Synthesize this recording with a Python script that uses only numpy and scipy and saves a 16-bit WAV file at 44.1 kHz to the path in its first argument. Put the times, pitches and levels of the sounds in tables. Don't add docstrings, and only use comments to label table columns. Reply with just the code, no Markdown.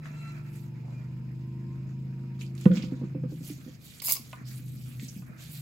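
import sys
import numpy as np
from scipy import signal
from scipy.fft import rfft, irfft, next_fast_len
from scipy.io import wavfile
from scipy.ndimage import uniform_filter1d

SR = 44100
rng = np.random.default_rng(int(sys.argv[2]) if len(sys.argv) > 2 else 0)


def unload_audio(sound):
    columns = np.transpose(np.atleast_2d(sound))
    steps = np.round(np.clip(columns, -1, 1) * 32767)
    wavfile.write(sys.argv[1], SR, steps.astype(np.int16))


N = 247401
TIME = np.arange(N) / SR


def from_db(db):
    return 10 ** (np.asarray(db) / 20)


def rms_one(x):
    return x / np.sqrt(np.mean(x ** 2) + 1e-20)


def in_time(rows):
    seconds, *columns = np.transpose(rows)
    return [np.interp(TIME, seconds, column) for column in columns]


def at_hz(points, hz):
    table = np.array(points)
    return np.interp(np.log(hz + 1), np.log(table[:, 0]), table[:, 1])


def pan(db):
    return from_db(np.array([[db], [-db]]) / 2)


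def drift(rate_hz):
    step = 40
    pole = np.exp(-2 * np.pi * step * rate_hz / SR)
    noise = rng.standard_normal(N // step + 2002)
    slow = signal.lfilter([1], [1, -2 * pole, pole * pole], noise)[2000:]
    return np.interp(np.arange(N) / step, np.arange(len(slow)), rms_one(slow))


# (frequency [Hz], likeness [0-1])
LIKENESS = [(30, 1), (120, 0.34), (260, 0.4), (500, 0.3), (1000, 0), (2000, 0), (4000, 0), (8000, 1),
            (13000, 0.92)]


def coloured(spectrum, texture=1):
    size = next_fast_len(N)
    hz = np.arange(size // 2 + 1) * SR / size
    mid, side = rfft(rng.standard_normal((2, N)) * texture, size)
    alike = np.minimum(at_hz(LIKENESS, hz), .99)
    both = np.sqrt(1 + alike) * mid + np.sqrt(1 - alike) * side * [[1], [-1]]
    return rms_one(irfft(both * from_db(at_hz(spectrum, hz)), size)[:, :N])


def resonate(x, hz, width_hz):
    return signal.lfilter(*signal.iirpeak(hz, hz / width_hz, fs=SR), x)


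def add(track, s, sound):
    start = int(s * SR)
    track[..., start:start + sound.shape[-1]] += sound[..., :N - start]


def gate(start, length, attack_s, release_db_per_s):
    age = TIME - start
    return np.clip(age / attack_s, 0, 1) * from_db(-release_db_per_s * np.maximum(age - length, 0))


def grains(per_s, spread_db, grain_s, smooth_share, clump_db):
    born = rng.random(N) < per_s * from_db(clump_db * drift(25)) / SR
    sizes = from_db(spread_db * np.minimum(rng.exponential(1, N), 4))
    fading = [1, -np.exp(-1 / (grain_s * SR))]
    power = signal.lfilter([1], fading, born * sizes ** 2 + 1e-18)
    return np.sqrt(power / power.mean() + smooth_share)


def shifting(x, patchy_db):
    size = next_fast_len(N)
    hz = np.arange(size // 2 + 1) * SR / size
    thirds = 3 * np.log2(np.clip(hz, 1000, 16000) / 1000)
    spectrum, out = rfft(x, size), 0
    for band in range(13):
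        gain = from_db(patchy_db * drift(13))
        share = np.maximum(0, 1 - np.abs(thirds - band))
        out = out + rms_one(gain) * irfft(spectrum * share, size)[:, :N]
    return out


def thin_tone(phase):
    waver = .7 * drift(18) + .5 * np.array([drift(12), drift(12)])
    return from_db(1.5 * drift(25)) * np.sin(phase + waver)


def struck(modes, pitch=1):
    t = TIME[:SR // 3]
    rings = 0
    for hz, db, t60 in modes:
        gain = from_db(db + rng.normal(0, 2.2) - 60 * t / t60)
        rings = rings + gain * np.sin(2 * np.pi * pitch * hz * rng.normal(1, .01) * t)
    return rings * (1 - np.exp(-t / .0052))


def kitchen(x, t60_s):
    t = TIME[:SR // 2]
    tail = rng.standard_normal((2, len(t))) * from_db(-60 * t / t60_s) * (t > .004)
    tail = signal.sosfilt(signal.butter(1, 6000, fs=SR, output="sos"), tail)
    return signal.fftconvolve(x, tail / np.sqrt(np.sum(tail ** 2) / 2), axes=1)[:, :N]


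# (time [s], speed [turns/s])
SPEED = [(0, 25), (.4, 24.2), (.7, 24.3), (1.05, 25.4), (1.35, 25.6), (1.94, 26.4), (2.6, 26.3),
         (3.3, 26.8), (4.5, 25.4), (5.61, 25.6)]
# (time [s], level of 5th order [dB], level of 6th order [dB])
HUM = [
    [(0.0, -54.5, -45.5), (0.18, -49.5, -42.5), (0.91, -38.5, -47.5), (1.9, -37, -54.5), (2.02, -36, -50.5),
     (2.3, -37.5, -57), (2.42, -36, -91), (2.55, -37, -57)],
    [(2.95, -38, -56), (3.23, -36, -42.5), (3.9, -59, -65), (4.28, -52.5, -63), (4.45, -41.5, -67),
     (4.68, -39.5, -52), (5.35, -46.5, -59.5), (5.61, -49, -48)],
]
# (time [s], level [dB])
OVERTONES = [(0, -41.5), (.9, -40), (1.6, -35), (2.5, -37), (3.2, -34), (3.9, -54.5), (4.7, -45.5),
             (5.61, -50)]
# (frequency [Hz], gain on their shared level [dB])
CASING = [(52, -31.5), (76, -22.5), (103, -27), (178, -13), (186, -11.5), (208, -17), (236, -17.5),
          (262, -35), (290, -24.5), (318, -31.5), (340, -18.5), (365, -39.5)]
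# (time [s], level of 36th order [dB], level of 40th order [dB])
WHINE = [(0, -79, -74), (.9, -72, -76), (1.3, -72, -77), (1.699, -68.5, -69), (1.95, -74.5, -79.5),
         (2.3, -68, -83), (2.7, -83.5, -88), (3.0, -62, -79), (3.15, -80, -85), (3.7, -99, -104)]
# (frequency [Hz], relative level [dB])
DRONE = [(60, -6.5), (110, 15.5), (160, 7.5), (210, 11), (270, 8.5), (335, 2), (400, -22), (510, -5.5),
         (700, -53)]
RUMBLE = [(15, -43), (30, 27), (50, 40), (80, 40.5), (120, 41.5), (250, -35.5)]


def motor():
    speed, = in_time(SPEED)
    fifth_db, sixth_db = in_time(np.vstack(HUM))
    unsteady = np.interp(TIME, [2.7, 3.6], [.04, .45])
    turn = 2 * np.pi * np.cumsum(speed) / SR
    fifth = from_db(fifth_db + 6.5 * unsteady * drift(15.4))
    sixth = from_db(sixth_db + 3.5 + 5 * unsteady * drift(12))
    hum = fifth * np.cos(5 * turn + unsteady * drift(6))
    hum += sixth * np.cos(6 * turn + unsteady * drift(6))
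    overtones = from_db(in_time(OVERTONES)[0])
    for order in (2, 3, 4, 7, 8, 9, 10, 11, 12, 13, 14):
        gain = overtones * from_db(at_hz(CASING, order * speed) + 1.5 * drift(3))
        lag = order ** 2 * np.pi / 7 + .25 * drift(5)
        hum += gain * np.cos(order * turn + lag + 2 * unsteady * drift(3))
    whine = 0
    for order, db in zip((36, 40), in_time(WHINE)):
        whine = whine + from_db(db + 2 * drift(4)) * thin_tone(order * turn + 3 * drift(1.5))
    drone_gain = from_db(-54) * (np.hypot(fifth, sixth) / from_db(-43)) ** .15
    drone = drone_gain * (coloured(DRONE) + from_db(-6.5) * coloured(RUMBLE))
    return np.sqrt(2) * (hum + whine) + drone


# (frequency [Hz], width [Hz], level [dB])
WHIRR = [(945, 120, -79), (2500, 500, -75), (5100, 300, -80)]
# (frequency [Hz], relative level [dB])
AIR = [(240, -3), (440, 16.5), (600, 5), (800, 4.5), (1300, -9.5), (2000, -21), (2700, 0), (3100, -8.5),
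       (4900, -11.5), (5700, -39), (7800, -16), (8700, -32), (15500, -38.5)]


def background():
    whirr = 0
    for hz, width, db in WHIRR:
        noise = rng.standard_normal((2, N))
        whirr = whirr + from_db(db) * rms_one(resonate(resonate(noise, hz, width), hz, width))
    sink_db = np.interp(TIME, [3.2, 3.7], [0, -5])
    return from_db(sink_db) * (whirr + from_db(-64.5) * coloured(AIR))


# (time [s], pitch [Hz], level [dB])
SQUEAL = [(0, 652, -74), (.05, 660, -68), (.14, 672, -66), (.19, 676, -57), (.228, 672, -56.5),
          (.27, 674, -55), (.3, 672, -55.5), (.35, 666, -71.5), (.47, 671, -71), (.65, 665, -80)]
# (ratio to the pitch [1], level [dB])
SQUEAL_PARTIALS = [(1.001, -14.5), (1.341, -10.5), (2, 0), (3, -7), (3.999, -3), (6, -10)]


def squeal():
    hz, level_db = in_time(SQUEAL)
    phase = 2 * np.pi * np.cumsum(hz) / SR
    tone = sum(from_db(db + 2 * drift(14)) * thin_tone(ratio * phase) for ratio, db in SQUEAL_PARTIALS)
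    direct = from_db(level_db) * (TIME < SQUEAL[-1][0]) * tone
    return direct + from_db(-4.5) * kitchen(direct, t60_s=.32)


# (start [s], length [s], rub on steel [dB], crunch [dB], fine crumbs [dB])
STROKES = [(-0.007, 0.39, -59, -65.5, -72), (0.42, 0.23, -65.5, -69, -67.5), (0.527, 0.025, -69, -60, -58),
           (0.846, 0.2, -63.5, -72.5, -88), (2.385, 0.023, -64, -54, -61.5),
           (2.542, 0.13, -66.5, -58, -63.5), (2.712, 0.079, -48.5, -51, -64.5),
           (2.814, 0.023, -72, -53.5, -59.5), (2.864, 0.17, -66.5, -68.5, -79),
           (3.262, 0.49, -71, -61.5, -67), (3.416, 0.092, -84, -51.5, -51), (3.789, 0.36, -70, -58, -58),
           (4.175, 0.16, -77, -60, -58.5), (4.286, 0.14, -60, -73, -75), (4.444, 0.14, -64.5, -57, -54),
           (4.602, 0.58, -98, -62.5, -59), (4.984, 0.067, -85, -53.5, -56.5),
           (5.215, 0.27, -63, -71.5, -70.5), (5.368, 0.21, -63, -55.5, -55),
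           (5.491, 0.089, -75, -57.5, -49.5)]
# (frequency [Hz], relative level [dB])
RUB = [(350, -63.5), (600, 8.5), (900, -4.5), (1250, 6), (1850, 4.5), (2450, 5.5), (3100, -27)]
CRUNCH = [(1200, -26), (1900, -8.5), (2400, 0.5), (2850, -1.5), (3400, -1), (4400, 0), (5700, -4),
          (7000, -1.5), (9500, -23)]
CRUMBS = [(5500, -15), (7800, 1.5), (9500, -4), (11000, 2), (12400, 3), (13600, 0), (15500, -3.5)]


def dough():
    power = from_db([[-68.5], [-75], [-92]]) ** 2
    for start, length, *levels_db in STROKES:
        attack_s = .035 + .075 * length
        stroke = gate(start, length, attack_s, release_db_per_s=219)
        power = power + np.outer(from_db(levels_db), stroke) ** 2
    rub_gain, crunch_gain, crumbs_gain = np.sqrt(power)
    rubbing = grains(per_s=140, spread_db=-15.5, grain_s=.01, smooth_share=.4, clump_db=.5)
    breaking = grains(per_s=560, spread_db=2, grain_s=.0034, smooth_share=.23, clump_db=3.5)
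    crackle = grains(per_s=900, spread_db=3, grain_s=.0005, smooth_share=.6, clump_db=3.5)
    rub = rub_gain * coloured(RUB, rubbing)
    crunch = crunch_gain * coloured(CRUNCH, breaking)
    crumbs = crumbs_gain * coloured(CRUMBS, crackle)
    contact = (rub + crunch) * pan(db=-4.5) + crumbs * pan(db=-2.5)
    return shifting(contact, patchy_db=2.6)


# (time [s], peak before a common cut [dB], centre [Hz], left over right [dB])
TICKS = [(0.0562, -27.5, 1600, 9), (2.4112, -28.5, 2950, -9), (2.552, -32.5, 7140, -3.5),
         (2.5782, -36.5, 3740, -12), (2.612, -28.5, 7593, -3), (2.6557, -28, 2300, -19.5),
         (2.716, -37.5, 1380, -23), (3.237, -44, 1090, -9), (4, -28, 4200, -11), (4.003, -29.5, 4200, -14),
         (4.02, -19, 12500, -17), (4.0592, -8, 12300, -22), (4.086, -10, 11850, -23),
         (4.122, 3, 12900, -10), (4.1252, -4, 12700, -20), (4.1377, -6, 12600, -5), (4.153, -18.5, 5203, 2),
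         (4.168, -19.5, 5230, 0), (4.3298, -23.5, 2340, -6), (4.997, -29, 2400, -4),
         (5.22, -42.5, 1630, -5)]


def ticks():
    out, t = np.zeros((2, N)), TIME[:SR // 6]
    for s, peak_db, hz, side_db in TICKS:
        cycles = t * hz
        shape = np.exp(-cycles / 5) + from_db(-15) * np.exp(-cycles / 45)
        shared, own = rng.standard_normal(len(t)), rng.standard_normal((2, len(t)))
        contact = (shared + .59 * own) * shape
        tick = resonate(resonate(contact, hz, hz * .59), hz, hz * .76)
        add(out, s, from_db(peak_db - 8.5) * tick / np.abs(tick).max() * pan(db=side_db))
    return out


# (time [s], length [s], level [dB], centre [Hz], spread to each side [octaves], left over right [dB])
CRUMBLES = [(0.06, 0.018, -55, 1440, 0.45, -3), (0.556, 0.012, -65, 2106, .3, -11),
            (2.41, 0.018, -51, 2630, 0.17, -4), (2.411, 0.011, -53, 6740, 0.086, 5),
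            (2.458, .01, -59, 4640, 0.13, -2), (2.71, 0.008, -50.5, 2710, 0.8, -9),
            (2.754, 0.0082, -49.5, 4940, 0.15, -7), (2.766, 0.018, -48, 3000, 0.39, -13),
            (2.797, 0.0044, -54, 3350, 0.72, -7), (2.821, 0.013, -46.5, 3260, 0.61, -5),
            (4.349, .065, -60.5, 1390, 0.46, -1), (4.484, 0.035, -56.5, 5530, 0.42, 0),
            (4.773, .012, -62, 4605, 0.34, 2), (5.082, 0.021, -48, 6250, 0.21, -2)]


def crumbles(count):
    out, t = np.zeros((2, N)), TIME[:SR // 8]
    cracks_per_s = 1400
    for s, length, level_db, centre_hz, octaves, side_db in CRUMBLES:
        burst = 0
        places = np.linspace(-1, 1, count) + rng.normal(0, .15, count)
        for hz in centre_hz * 2 ** (octaves * places):
            happens = rng.random(len(t)) < cracks_per_s / count / SR
            cracks = happens * rng.standard_normal((2, len(t))) + 1e-18
            burst = burst + resonate(resonate(cracks, hz, hz * .13), hz, hz / 2) / np.sqrt(hz)
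        fade = from_db(level_db - 800 * np.maximum(t - length, 0))
        add(out, s, fade * rms_one(burst) * pan(db=side_db))
    return out


# (start [s], length [s], first pitch [Hz], last pitch [Hz], level [dB])
DRAGS = [(4.436, .16, 1503, 2400, -67), (4.84, 0.15, 2226, 3015, -63.5), (5.0, 0.11, 3330, 5580, -59),
         (5.231, 0.26, 1203, 2494, -61.5), (0.818, 0.159, 627, 694, -60.5), (5.439, 0.18, 3313, 4400, -62)]


def drags():
    out = np.zeros((2, N))
    grit = grains(per_s=300, spread_db=2.2, grain_s=.002, smooth_share=.3, clump_db=2.5)
    for start, length, first_hz, last_hz, level_db in DRAGS:
        progress = np.clip(TIME[:SR // 2] / length, 0, 1)
        phase = 2 * np.pi * np.cumsum(first_hz * (last_hz / first_hz) ** progress) / SR
        lowpass = signal.butter(2, first_hz * .38, fs=SR, output="sos")
        a, b = signal.sosfilt(lowpass, rng.standard_normal((2, 2, len(phase))))
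        band = rms_one(a * np.cos(phase) + b * np.sin(phase))
        add(out, start, from_db(level_db) * np.sin(np.pi * progress) * band)
    return out * rms_one(grit) * pan(db=-5)


# (start [s], length [s], pitch [Hz], slide [Hz/s], level [dB])
WHISTLE = (0.9, 0.15, 2439, -330, -62)


def whistle():
    start, length, hz, slide, level_db = WHISTLE
    age = np.clip(TIME - start, 0, length)
    phase = 2 * np.pi * np.cumsum(hz + slide * age) / SR
    return from_db(level_db) * np.sin(np.pi * age / length) * thin_tone(phase)


# (frequency [Hz], level [dB], time to fall 60 dB [s])
CLANK = [(649, 6.5, 0.021), (744, 1.5, 0.034), (988, -7, 0.074), (1047, -1, 0.055), (1215, -7, 0.11),
         (1470, -8.5, 0.11), (2570, 9.5, 0.014), (3160, -7, 0.026)]


def clank():
    return np.array([struck(CLANK), struck(CLANK)]) * pan(db=-3.5)


# (time [s], force [dB], body ring [dB], upper body ring [dB], body pitch [Hz])
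KNOCKS = [(2.6564, -9.5, -47, -20, 237.2), (2.752, -27.5, -40, -54, 241), (2.768, -26.5, -44, -49, 240),
          (2.792, -32.5, -51, -52, 230), (2.837, -28, -32.5, -47, 250), (2.921, -36, -27.5, -38.5, 259),
          (3.014, -39, -32, -44, 244), (3.034, -32.5, -35.5, -50, 325), (3.149, -36, -28, -39, 275.9),
          (3.174, -43, -51, -47, 285), (3.235, -35, -33.5, -35.5, 253.8), (3.253, -42, -40, -58, 219),
          (3.32, -40, -36.5, -47.5, 307), (3.405, -43, -40, -58, 267), (3.5, -47, -37.5, -64, 297),
          (3.583, -47, -43, -72, 257.5), (3.662, -50, -39, -56, 247), (3.676, -48, -42, -51, 288.6)]
# (frequency [Hz], time to fall 60 dB [s])
THUD = (186, .0245)
# (ratio to the body pitch [1], level [dB], time to fall 60 dB [s])
BODY = [(.87, -3.5, 0.07), (1, 9.5, 0.074), (1.17, -1, 0.075), (1.36, -6, 0.018)]
# (frequency [Hz], level [dB], time to fall 60 dB [s])
UPPER_BODY = [(406, -17, 0.045), (508, 4, 0.083), (576, -1, 0.023)]
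PUNCH = [(341, -1, 0.043), (393, -21, 0.045)]
# (time [s], level [dB])
RIM_TAPS = [(3.236, -54), (4.33, -34.5), (5.221, -51)]


def knocks():
    out, t = np.zeros((2, N)), TIME[:SR // 3]
    thud_hz, thud_t60 = THUD
    swell = t ** 1.6 * from_db(-60 * t / thud_t60)
    thud = swell / swell.max() * np.sin(2 * np.pi * thud_hz * t)
    for s, force_db, ring_db, upper_db, body_hz in KNOCKS:
        add(out, s, from_db(force_db + 6) * thud * pan(db=-1.5))
        add(out, s, from_db(ring_db) * struck(BODY, body_hz) * pan(db=-3))
        add(out, s, from_db(upper_db) * struck(UPPER_BODY) * pan(db=-9.5))
        add(out, s, from_db(force_db - 20) * clank())
        add(out, s, from_db(1.77 * force_db + 11) * struck(PUNCH) * pan(db=2))
    for s, tap_db in RIM_TAPS:
        add(out, s, from_db(tap_db) * clank())
    return signal.sosfilt(signal.butter(5, 105, "high", fs=SR, output="sos"), out)


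# (frequency [Hz], level while pushed [dB], level ringing on [dB], left over right [dB])
JUDDER = [(180.5, -15.5, -30.5, -0.5), (224, -34, -36.5, -3.5), (325, -44, -41, -1.5),
          (508, -40.5, -48, -9.5)]


def judder():
    start_s, length_s, attack_s = 2.693, .037, .012
    pushed = gate(start_s, length_s, attack_s, release_db_per_s=948)
    ringing = gate(start_s, length_s, attack_s, release_db_per_s=69)
    out = 0
    for hz, pushed_db, ringing_db, side_db in JUDDER:
        unsteady = hz / 500
        flutter = from_db(3 * unsteady * drift(25))
        phase = 2 * np.pi * hz * (TIME - start_s) + .8 * unsteady * drift(25)
        level = from_db(pushed_db) * pushed + from_db(ringing_db) * ringing
        out = out + level * flutter * np.sin(phase) * pan(db=side_db)
    return out


# (time [s], hiss of the grit [dB], ring of the steel [dB])
SCRAPE = [(4.013, -78, -87), (4.02, -40, -43), (4.034, -41, -57), (4.043, -32, -59), (4.056, -30, -51),
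          (4.084, -24, -37.5), (4.104, -22.5, -41), (4.112, -25, -43), (4.118, -29, -36.5),
          (4.123, -24.5, -59), (4.135, -25.5, -53), (4.168, -41, -45), (4.195, -52, -63), (4.3, -88, -95)]
# (frequency [Hz], relative level [dB])
SCRAPE_COLOUR = [(1500, -36), (3300, -15), (4800, -6.5), (5700, -17.5), (7400, -5.5), (9000, -11),
                 (10000, -8), (12400, 0), (14000, -6), (15800, -2.5)]
# (frequency [Hz], width [Hz], relative level [dB])
SCRAPE_RING = [(640, 300, -12.5), (1060, 240, -8), (2220, 230, -7), (2710, 350, -8), (4680, 150, -10),
               (5150, 150, -3.5), (6430, 290, -4.5)]


def scrape():
    hiss_db, ring_db = in_time(SCRAPE)
    slips = grains(per_s=1900, spread_db=2.4, grain_s=.00025, smooth_share=.25, clump_db=1)
    jitter = from_db(1.7 * np.array([drift(120), drift(120)]))
    hiss = from_db(hiss_db) * jitter * coloured(SCRAPE_COLOUR, slips) * pan(db=-.5)
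    ring = 0
    for hz, width, db in SCRAPE_RING:
        catches = grains(per_s=300, spread_db=2.5, grain_s=.0006, smooth_share=.04, clump_db=3)
        push = catches * rng.standard_normal((2, N))
        ring = ring + from_db(db) * rms_one(resonate(resonate(push, hz, width), hz, 2 * width))
    return hiss + from_db(ring_db) * ring * pan(db=-1)


KNEAD_START_S, KNEAD_END_S = 4.15, 5.3


def kneading():
    push = gate(KNEAD_START_S, KNEAD_END_S - KNEAD_START_S, attack_s=.54, release_db_per_s=36)
    return from_db(-51.5) * push * coloured(DRONE, from_db(5.7 * drift(8.9)))


def bumps(count):
    out = np.zeros((2, N))
    for when, size, load in rng.random((count, 3)):
        gain = from_db(-49.5 + 10 * size)
        body_hz = 213 * 2 ** (.56 * (load - .5))
        add(out, KNEAD_START_S + when * (KNEAD_END_S - KNEAD_START_S), gain * struck(BODY, body_hz))
    return out


def scene():
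    moving = 1.0 * ((TIME < 4.007) | (TIME > 4.017))
    sliding = uniform_filter1d(moving, size=SR // 500)
    bright = sliding * (dough() + scrape() + ticks()) + drags() + crumbles(count=10)
    low = knocks() + judder() + bumps(count=14) + kneading()
    echo = kitchen(from_db(-11.5) * bright + from_db(-21.5) * low, t60_s=.23)
    return bright + low + echo + motor() + squeal() + whistle() + background()


def record(dry):
    return signal.sosfilt(signal.ellip(12, .1, 80, 15800, fs=SR, output="sos"), dry)


dry = scene()
out = record(dry)
unload_audio(out)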